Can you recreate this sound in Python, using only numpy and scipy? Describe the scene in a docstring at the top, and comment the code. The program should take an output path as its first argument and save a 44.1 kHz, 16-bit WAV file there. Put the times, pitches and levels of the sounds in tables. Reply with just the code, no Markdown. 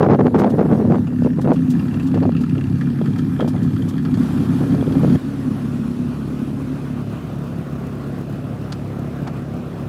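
"""A sports car's eight-cylinder engine idles lumpily on a lawn. First it is heard at the tail pipes: spiked firings
ring pipe resonances and crack in the tips, gusts of exhaust gas (shaped noise) buffet the microphone, feet brush
the grass (noise bursts), and a whine from the engine bay (resonant noise) fades in. Then, overlapping for a second,
the same idle comes through the open door: a duller rumble and ring, the bay's noise hiss, and two taps on the trim."""
import sys
import numpy as np
from scipy import signal
from scipy.fft import rfft, irfft, next_fast_len
from scipy.io import wavfile
from scipy.ndimage import uniform_filter1d, minimum_filter1d, map_coordinates

SR = 44100
rng = np.random.default_rng(int(sys.argv[2]) if len(sys.argv) > 2 else 0)


def invert_db(x):
    """Field ratio 10**(x/20) for x, a level in decibels (scalar or array-like)."""
    u = np.asarray(x, float) / 20
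    return 10 ** u


def pcm_store(signal):
    """Save signal as 16-bit PCM."""
    levels = np.round(np.clip(np.atleast_2d(signal), -1, 1) * 32767)
    wavfile.write(sys.argv[1], SR, levels.astype(np.int16).T)


N = 435708
REAR_ENDS_S, DOOR_STARTS_S = 5.165, 4.174
TOP_WIDTH_HZ = 19  # of the pipe's top ring

# Breathy bands from the engine bay. Each row: centre in Hz, width in Hz, relative level in dB, all per pass.
WHINE_BANDS = [(2376, 67, -1), (3520, 1830, -8.5), (11000, 1800, -14.5)]
# Steady engine orders. Each row: multiple of one bank's firing rate, rear and door level in dB over the rumble.
HUM_ORDERS = [(2, -21, -17.5), (3, -10.5, -12), (4, -14.5, -13)]


def unit(x):
    """Scale to rms 1."""
    return x / np.sqrt(np.mean(x ** 2) + 1e-20)


def curves(rows):
    """One value per sample for each column after the time."""
    time_s, *columns = np.transpose(rows)
    return [np.interp(np.arange(N) / SR, time_s, c) for c in columns]


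def wobble(rate):
    """A smooth random curve, rate knots a second."""
    knots = rng.standard_normal(int(N * rate / SR) + 4)
    return map_coordinates(knots, [np.arange(N) * rate / SR])


def filtered(x, response):
    """x times a complex response of frequency."""
    m = next_fast_len(N + SR // 2)
    return irfft(rfft(x, m) * response(np.fft.rfftfreq(m, 1 / SR)), m)[:N]


def coloured(x, spectrum):
    """x through (Hz, dB) points on a log axis, rms 1."""
    f, db = np.transpose(spectrum)
    return unit(filtered(x, lambda hz: invert_db(np.interp(np.log(hz + 1), np.log(f), db, -120, -120))))


def resonant(x, modes):
    """x rings through (Hz, width Hz, dB) resonances of alternating sign, rms 1."""
    def response(f):
        return sum((-1) ** k * invert_db(db) * 1j * f * w / (c * c - f * f + 1j * f * w)
                   for k, (c, w, db) in enumerate(modes))
    return unit(filtered(x, response))


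def wavering(x, centre_hz, width_hz):
    """x rings through one resonance whose centre moves, plus a sustained tone at that centre, rms 1."""
    sustained = .85  # amplitude of the tone beside a ring of rms 1
    phase = 2 * np.pi * np.cumsum(centre_hz) / SR

    def slow(v):
        return filtered(v, lambda hz: 1 / (1 + 2j * hz / width_hz))

    ring = slow(x * np.cos(phase)) * np.cos(phase) + slow(x * np.sin(phase)) * np.sin(phase)
    return unit(unit(ring) + sustained * np.cos(phase))


def puffs(train, t60, rise):
    """White noise that flares at each spike of the train and dies away; times in s."""
    t = np.arange(SR // 8) / SR
    shape = invert_db(-60 * t / t60) * (1 - np.exp(-t / rise))
    return signal.fftconvolve(train, shape / shape.max())[:N] * rng.standard_normal(N)


def bursts(rows, spectrum):
    """Coloured noise under (s, dB, t60 s, rise s) envelopes."""
    t, swell = np.arange(SR // 4) / SR, np.zeros(N + SR)
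    for s, db, t60, rise in rows:
        shape = invert_db(-60 * t / max(t60, .002)) * (1 - np.exp(-t / max(rise, .0002)))
        swell[round(s * SR):][:len(t)] += invert_db(db) * shape / shape.max()
    return swell[:N] * coloured(rng.standard_normal(N), spectrum)


def mottled(depth_db):
    """White noise with patches of random gain, some hundred Hz wide and tens of ms long."""
    z = signal.stft(rng.standard_normal(N + 512), nperseg=512)[2]
    field = uniform_filter1d(rng.standard_normal(z.shape), size=5, axis=0)
    field = uniform_filter1d(field, size=9, axis=1)
    return signal.istft(z * invert_db(depth_db * unit(field)), nperseg=512)[1][:N]


def firings(speed, fires_s, other_db, scatter_db, jitter_s):
    """One spike per firing; the two banks alternate and a lumpy idle burns each charge differently."""
    beats = np.cumsum(curves(speed)[0]) / SR
    turns = 2 * (beats - beats[round(fires_s * SR)])
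    at = np.flatnonzero(np.diff(np.floor(turns)))
    draw = rng.standard_normal((len(at), 2))
    bank_db = np.where(np.floor(turns[at + 1]) % 2, other_db, 0)
    size = invert_db(bank_db + scatter_db * draw[:, 0])
    jittered = at + (jitter_s * SR * draw[:, 1]).astype(int)
    return np.bincount(np.clip(jittered, 0, N - 1), size, N)


def rumble(fire, modes, rough, soft_hz):
    """Rounded pressure pulses ring the pipe, and the gas behind each one churns it at random."""
    churn = puffs(fire, t60=.13, rise=.003)
    drive = np.sqrt(1 - rough) * unit(fire) + np.sqrt(rough) * unit(churn)  # rough: share of power
    return resonant(filtered(drive, lambda hz: 1 / (1 + 1j * hz / soft_hz) ** 2), modes)


def hum(speed, orders):
    """Low engine orders as slightly unsteady tones."""
    beats = np.cumsum(curves(speed)[0]) / SR
    out = np.zeros(N)
    for k, db in orders:
        phase = 2 * np.pi * round(k) * beats + 1.06 * wobble(5)
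        out += invert_db(db + 2.7 * wobble(6.6)) * np.sqrt(2) * np.sin(phase)
    return out


def cracks(train, scatter_db, t60, rise):
    """Each firing snaps and spits into the pipe tips, ringing every tip mode at a new strength."""
    # Pipe tips. Each row: centre in Hz, width in Hz, level from behind in dB, level from the side in dB.
    tips = [(1300, 170, 0, 0), (1700, 220, -2, -2), (2700, 220, -4, -15), (3250, 220, -14, -6),
            (4500, 500, -12, -12), (6300, 2200, -17, -19)]
    side = np.clip((np.arange(N) / SR - 2.6) / .5, 0, 1)  # from behind to the side
    at, out = np.flatnonzero(train), np.zeros(N)
    for hz, width, behind_db, side_db in tips:
        sized = np.zeros(N)
        sized[at] = train[at] * invert_db(scatter_db * rng.standard_normal(len(at)))
        drive = unit(puffs(sized, t60, rise)) + 0.7 * unit(sized)
        ringing = resonant(resonant(drive, [(hz, width, 0)]), [(hz, 5 * width, 0)])
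        out += invert_db(behind_db + side * (side_db - behind_db)) * ringing
    return unit(out)


def tail_pipes():
    """Rumble, the crack of each firing at the pipe tips, a steady hiss and the bay's whine fading in."""
    # Layer levels. Each row: time in s, rumble in dB, crack in dB, hiss in dB.
    levels = [(0, -20.5, -63, -49), (.97, -18.5, -55.5, -46), (1.1, -22, -52.5, -50.5),
              (1.25, -19, -50, -48), (2.34, -16, -46, -46.5), (4.01, -18, -49.5, -45.5),
              (4.33, -17.5, -46, -41), (4.97, -15, -47, -45.5), (5.16, -11, -45, -40.5)]
    # The idle hunts a little. Each row: time in s, firings of one bank per second.
    speed = [(0, 34.85), (1.2, 34.95), (1.7, 34.3), (2.9, 34.45), (3.55, 35.1), (3.9, 34.15), (4.3, 34.55)]
    # Pipe resonances. Each row: centre in Hz, width in Hz, relative level in dB.
    pipe_modes = [(81, 18, -5.5), (108.4, 21, -1.5), (145.8, 22.5, -0.5), (165.8, 18.3, 3), (250, 71.4, -8),
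                  (333, 89, -12), (405, 133, -26.5)]
    # The pipe's top ring wavers. Each row: time in s, mean centre in Hz, level in dB over the rumble.
    top_ring = [(1.25, 239.5, -1.5), (2.2, 262.4, -4.5), (2.5, 250, -10.5), (4.2, 243.9, -2.5),
                (4.5, 254.4, -8)]
    # The loudest firings. Each row: time in s, energy in dB.
    loudest = [(1.071, -14.5), (1.235, -12.5), (1.5591, -17), (1.794, -10.5), (1.94, -11.5), (1.998, -10.5),
               (2.144, -8.5), (2.227, -12), (2.366, -8.5), (2.811, -9), (3.0582, -9), (3.188, -9.5),
               (3.4055, -4), (3.98, -9.5), (4.0508, -7.5), (4.1416, -8)]
    # Hiss spectrum. Each row: frequency in Hz, relative density in dB.
    hiss_spectrum = [(350, -23), (600, -9.5), (716, 4.5), (1690, -0.5), (2100, -9), (3120, -13),
                     (7160, -19), (12400, -20), (15600, -29)]
    fires_s = .013  # the louder bank fires here
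    whine_db, whine_from_s = -57.5, 0.87  # rises over one second

    rumble_db, crack_db, hiss_db = curves(levels)
    fire = firings(speed, fires_s, -7, 2.2, jitter_s=.0005)
    pipe = rumble(fire, pipe_modes, rough=.27, soft_hz=400)
    top_hz, top_db = curves(top_ring)
    top = wavering(pipe, top_hz + 7 * wobble(5), TOP_WIDTH_HZ)
    low = pipe + invert_db(top_db) * top + hum(speed, [(k, db) for k, db, _ in HUM_ORDERS])

    snaps = firings(speed, fires_s, -8, 2.5, jitter_s=.0007)
    crack = cracks(snaps, 4, t60=.028, rise=.0012)
    loud = np.zeros(N)
    for s, db in loudest:
        loud[round(s * SR)] = invert_db(db)
    pops = cracks(loud, 3, t60=0.092, rise=0.00034) * np.sqrt(np.mean(loud ** 2))

    hiss = invert_db(1.33 * wobble(9)) * coloured(mottled(2.8), hiss_spectrum)
    fade_in = np.clip(np.arange(N) / SR - whine_from_s, 0, 1)
    whine = fade_in * resonant(resonant(rng.standard_normal(N), WHINE_BANDS), WHINE_BANDS)
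    return (invert_db(rumble_db) * low + invert_db(crack_db) * crack + pops
            + invert_db(hiss_db) * hiss + invert_db(whine_db) * whine)


def open_door():
    """The idle beside the cabin: rumble, a ring that yields to the cabin's hollow colour, bay hiss, trim taps."""
    # Rumble and pipe ring. Each row: time in s, rumble in dB, ring in dB, mean ring centre in Hz.
    levels = [(5.3, -26, -22.5, 263.8), (5.75, -23.5, -23.5, 238), (6.65, -24.5, -26.5, 262),
              (7.3, -25, -33.5, 238.8), (9.8, -23.5, -38, 243.3)]
    # The idle hunts a little. Each row: time in s, firings of one bank per second.
    speed = [(4.1, 35.05), (5.4, 35.2), (6, 35), (6.8, 35.35), (8, 34.95), (9, 34.6)]
    # Pipe resonances, the silencer's lower ring, the open cabin's hollow colour.
    # Each row: centre in Hz, width in Hz, relative level in dB (lower ring: over the wavering ring).
    pipe_modes = [(66.5, 93, -8.5), (109.4, 22.6, 2), (154.2, 36.4, 0.5), (182.8, 42, 0), (235.3, 51, -9),
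                  (342, 117, -12.5)]
    lower_ring = [(220.3, 11, -4.5)]
    cabin_modes = [(554, 270, -2.5), (724, 196, -2.5)]
    # Spectra of bay hiss, tap ticks and tap knocks. Each row: frequency in Hz, relative density in dB.
    bay_spectrum = [(240, -4.5), (400, 0.5), (684, -8.5), (958, -9.5), (1100, -6.5), (1450, -9.5),
                    (1590, -13.5), (2290, -21), (2510, -18), (3750, -27), (9980, -38), (15600, -38)]
    trim_spectrum = [(1500, -14), (3000, -2), (4600, 2), (8000, -9), (13000, -25)]
    knock_spectrum = [(300, -14), (750, 2), (1350, -1), (3000, -19)]
    # Taps on the trim. Each row: time in s, tick in dB, t60 in s, rise in s, knock in dB.
    taps = [(8.7214, -32.5, 0.05, 0.00087, -32), (9.266, -55, 0.081, 0.01, -31.5),
            (9.274, -42.5, .035, .001, -46)]
    fires_s = 4.1094  # the louder bank fires here
    bay_db = -39
    whine_db, whine_follows = -1, 0.6  # over the bay hiss; dB per dB of ring
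    cabin_db, cabin_follows = -61, -0.56  # dB per dB of ring: grows as the ring fades

    rumble_db, ring_db, ring_hz = curves(levels)
    fire = firings(speed, fires_s, -9, 1.8, jitter_s=.0006)
    low = rumble(fire, pipe_modes, rough=.25, soft_hz=700)
    low += hum(speed, [(k, db) for k, _, db in HUM_ORDERS])
    ring = invert_db(lower_ring[0][2]) * rumble(fire, lower_ring, rough=0.59, soft_hz=397)
    ring += wavering(low, ring_hz + 7 * wobble(5), TOP_WIDTH_HZ)
    cabin = rumble(fire, cabin_modes, rough=.8, soft_hz=1500)

    pulsing = (1 + 0.097 * unit(puffs(fire, t60=0.079, rise=0.0036)) ** 2) ** .5
    swell = invert_db(0.83 * wobble(16)) * pulsing
    bay = unit(swell * coloured(mottled(1.8), bay_spectrum))
    # the bay is screened as the microphone leans in
    bay += invert_db(whine_db + whine_follows * ring_db) * resonant(mottled(2.2), WHINE_BANDS)

    ticks = bursts([(s, db, t60, rise) for s, db, t60, rise, _ in taps], trim_spectrum)
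    knocks = bursts([(s, db, t60, rise) for s, _, t60, rise, db in taps], knock_spectrum)
    dip = 1 - .8 * np.exp(-((np.arange(N) / SR - 5.2) / .022) ** 2)  # rumble and ring dip briefly
    return (dip * (invert_db(rumble_db) * low + invert_db(ring_db) * ring) + invert_db(bay_db) * bay
            + invert_db(cabin_db + cabin_follows * ring_db) * cabin + ticks + knocks)


def slaps(flow):
    """Each eddy that slaps the microphone sucks its membrane out and lets it swing once or twice."""
    # Single strong slaps. Each row: time in s, peak in dB, swing in Hz.
    strong = [(0.088, -4, 530), (0.195, -4, 497.5), (0.462, -20, 440), (.593, -2.5, 520),
              (1.222, -12.5, 433), (1.27, -13, 500), (1.518, 5, 560), (2.142, -12, 466), (2.213, -20, 420),
              (2.293, -9.5, 519), (3.014, -9, 372), (4.826, -9, 435), (5.047, -5.5, 427)]
    per_s, over_flow_db = 55, 6  # lesser slaps: rate, highest peak over the flow
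    cycles = 3.7  # swings until 60 dB down
    t, out = np.arange(SR // 25) / SR, np.zeros(N)
    lesser = []
    for u, v, w in rng.uniform(size=(int(per_s * REAR_ENDS_S), 3)):
        s = REAR_ENDS_S * u
        flow_db = 20 * np.log10(flow[int(s * SR)])
        lesser.append((s, over_flow_db - 12 * v + flow_db, 400 * (1 + w)))
    for s, db, hz in [*strong, *lesser]:
        swing = -np.sin(2 * np.pi * hz * t) * invert_db(-60 * t * hz / cycles) * (1 - np.exp(-t / 0.0004))
        out[round(s * SR):][:len(t)] += invert_db(db) * swing / np.abs(swing).max()
    return out


def buffeting():
    """Eddies of exhaust gas hit the microphone in ragged lumps; the stronger the gust, the brighter it tears."""
    # Gas streaming past. Each row: time in s, mean flow in dB.
    stream = [(0, -21), (.96, -22), (1.01, -32.5), (4.3, -37), (4.5, -29), (5.1, -22)]
    # Gusts that strike the microphone. 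Each row: start in s, nominal length in s, flow in dB.
    gusts = [(0, 0.083, -12.5), (0.085, 0.078, -11), (0.187, 0.041, -13.5), (0.234, 0.026, -17.5),
             (0.26, 0.023, -15.5), (0.341, 0.16, -13), (0.582, 0.05, -14.5), (0.651, 0.022, -17),
             (0.687, 0.093, -19), (0.786, 0.04, -16.5), (0.898, 0.079, -14), (1.248, 0.03, -14.5),
             (1.373, 0.03, -15), (1.442, 0.031, -17), (1.475, 0.063, -12.5), (2.14, 0.039, -17),
             (2.21, 0.074, -18), (3.394, 0.07, -18.5), (3.47, 0.017, -22), (5.03, 0.025, -21)]
    # Spectra of the lumps and of the torn edge. Each row: frequency in Hz, relative density in dB.
    gas_spectrum = [(70, -10), (150, 6), (260, 4), (480, -3), (900, -28), (2000, -48)]
    torn_spectrum = [(300, -36), (700, 9), (1500, -5.5), (3000, -25.5), (7000, -39)]
    rise_s = 0.0038
    tear_db, tear_power = -1.7, 2.23  # the torn edge grows as about the square of the flow

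    t = np.arange(N) / SR
    flow = invert_db(curves(stream)[0] + 4.3 * wobble(29.895))
    for s, length, db in gusts:
        onset = np.clip((t - s) / rise_s + .5, 0, 1)
        release = np.clip((s + length - t) / (.5 * length) + 0.38, 0, 1)
        flow += invert_db(db) * onset * release
    eddies = invert_db(np.minimum(2 * wobble(50) + 4.5 * wobble(200), 5))
    lumps = unit(eddies * coloured(rng.standard_normal(N), gas_spectrum))
    torn = unit(eddies * invert_db(4.5 * wobble(350)) * coloured(rng.standard_normal(N), torn_spectrum))
    return flow * lumps + invert_db(tear_db) * flow ** tear_power * torn + slaps(flow)


def footsteps():
    """Shoes brush the grass: short soft-edged hisses, the fainter ones at random times."""
    # The loudest brushes. Each row: time in s, level at the envelope's peak in dB.
    brushes = [(.3825, -45), (0.4955, -47), (1.409, -46), (1.698, -45), (2.023, -52), (3.179, -48),
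               (3.475, -47.5)]
    # Grass spectrum. Each row: frequency in Hz, relative density in dB.
    grass_spectrum = [(1500, -22), (3000, 4), (5500, 0.5), (12000, -7.5), (15700, -12)]
    small_db, t60_s, rise_s = -45.5, 0.081, 0.0088  # small_db: loudest of the fainter ones
    small = [(DOOR_STARTS_S * u, small_db - 4 * v) for u, v in rng.uniform(size=(9, 2))]
    return bursts([(s, db, t60_s, rise_s) for s, db in [*brushes, *small]], grass_spectrum)


def scene():
    """The rear and door positions overlap for a second, each with a hard edge."""
    t = np.arange(N) / SR
    rear = tail_pipes() + buffeting() + footsteps()
    rear_gate = np.clip((REAR_ENDS_S - t) / 0.0055, 0, 1)
    return (rear * rear_gate + open_door() * (t > DOOR_STARTS_S))[None]


def band_limit(x):
    """A steep low-pass at the top of the band."""
    return signal.sosfilt(signal.butter(12, 15720, fs=SR, output="sos"), x)


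def record(dry):
    """A steep low cut with a faint flat leak; a fast limiter follows, the highest peaks clip."""
    cut_hz, leak_db, ceiling_db = 62, -48.0, -2

    def low_cut(hz):
        steep = 1 / (1 + 1.92 * cut_hz / (1j * hz + 1e-3) - (cut_hz / (hz + 0.001)) ** 2) ** 2
        return steep + invert_db(leak_db)

    cut = filtered(dry[0], low_cut)
    need = np.minimum(1, invert_db(ceiling_db) / (np.abs(cut) + 1e-9))
    limited = cut * uniform_filter1d(minimum_filter1d(need, size=441), size=441)  # 10 ms windows
    clipped = limited / (1 + np.abs(limited / .71) ** 24) ** (1 / 24)
    return band_limit(clipped[None])


dry = scene()
out = record(dry)
pcm_store(out)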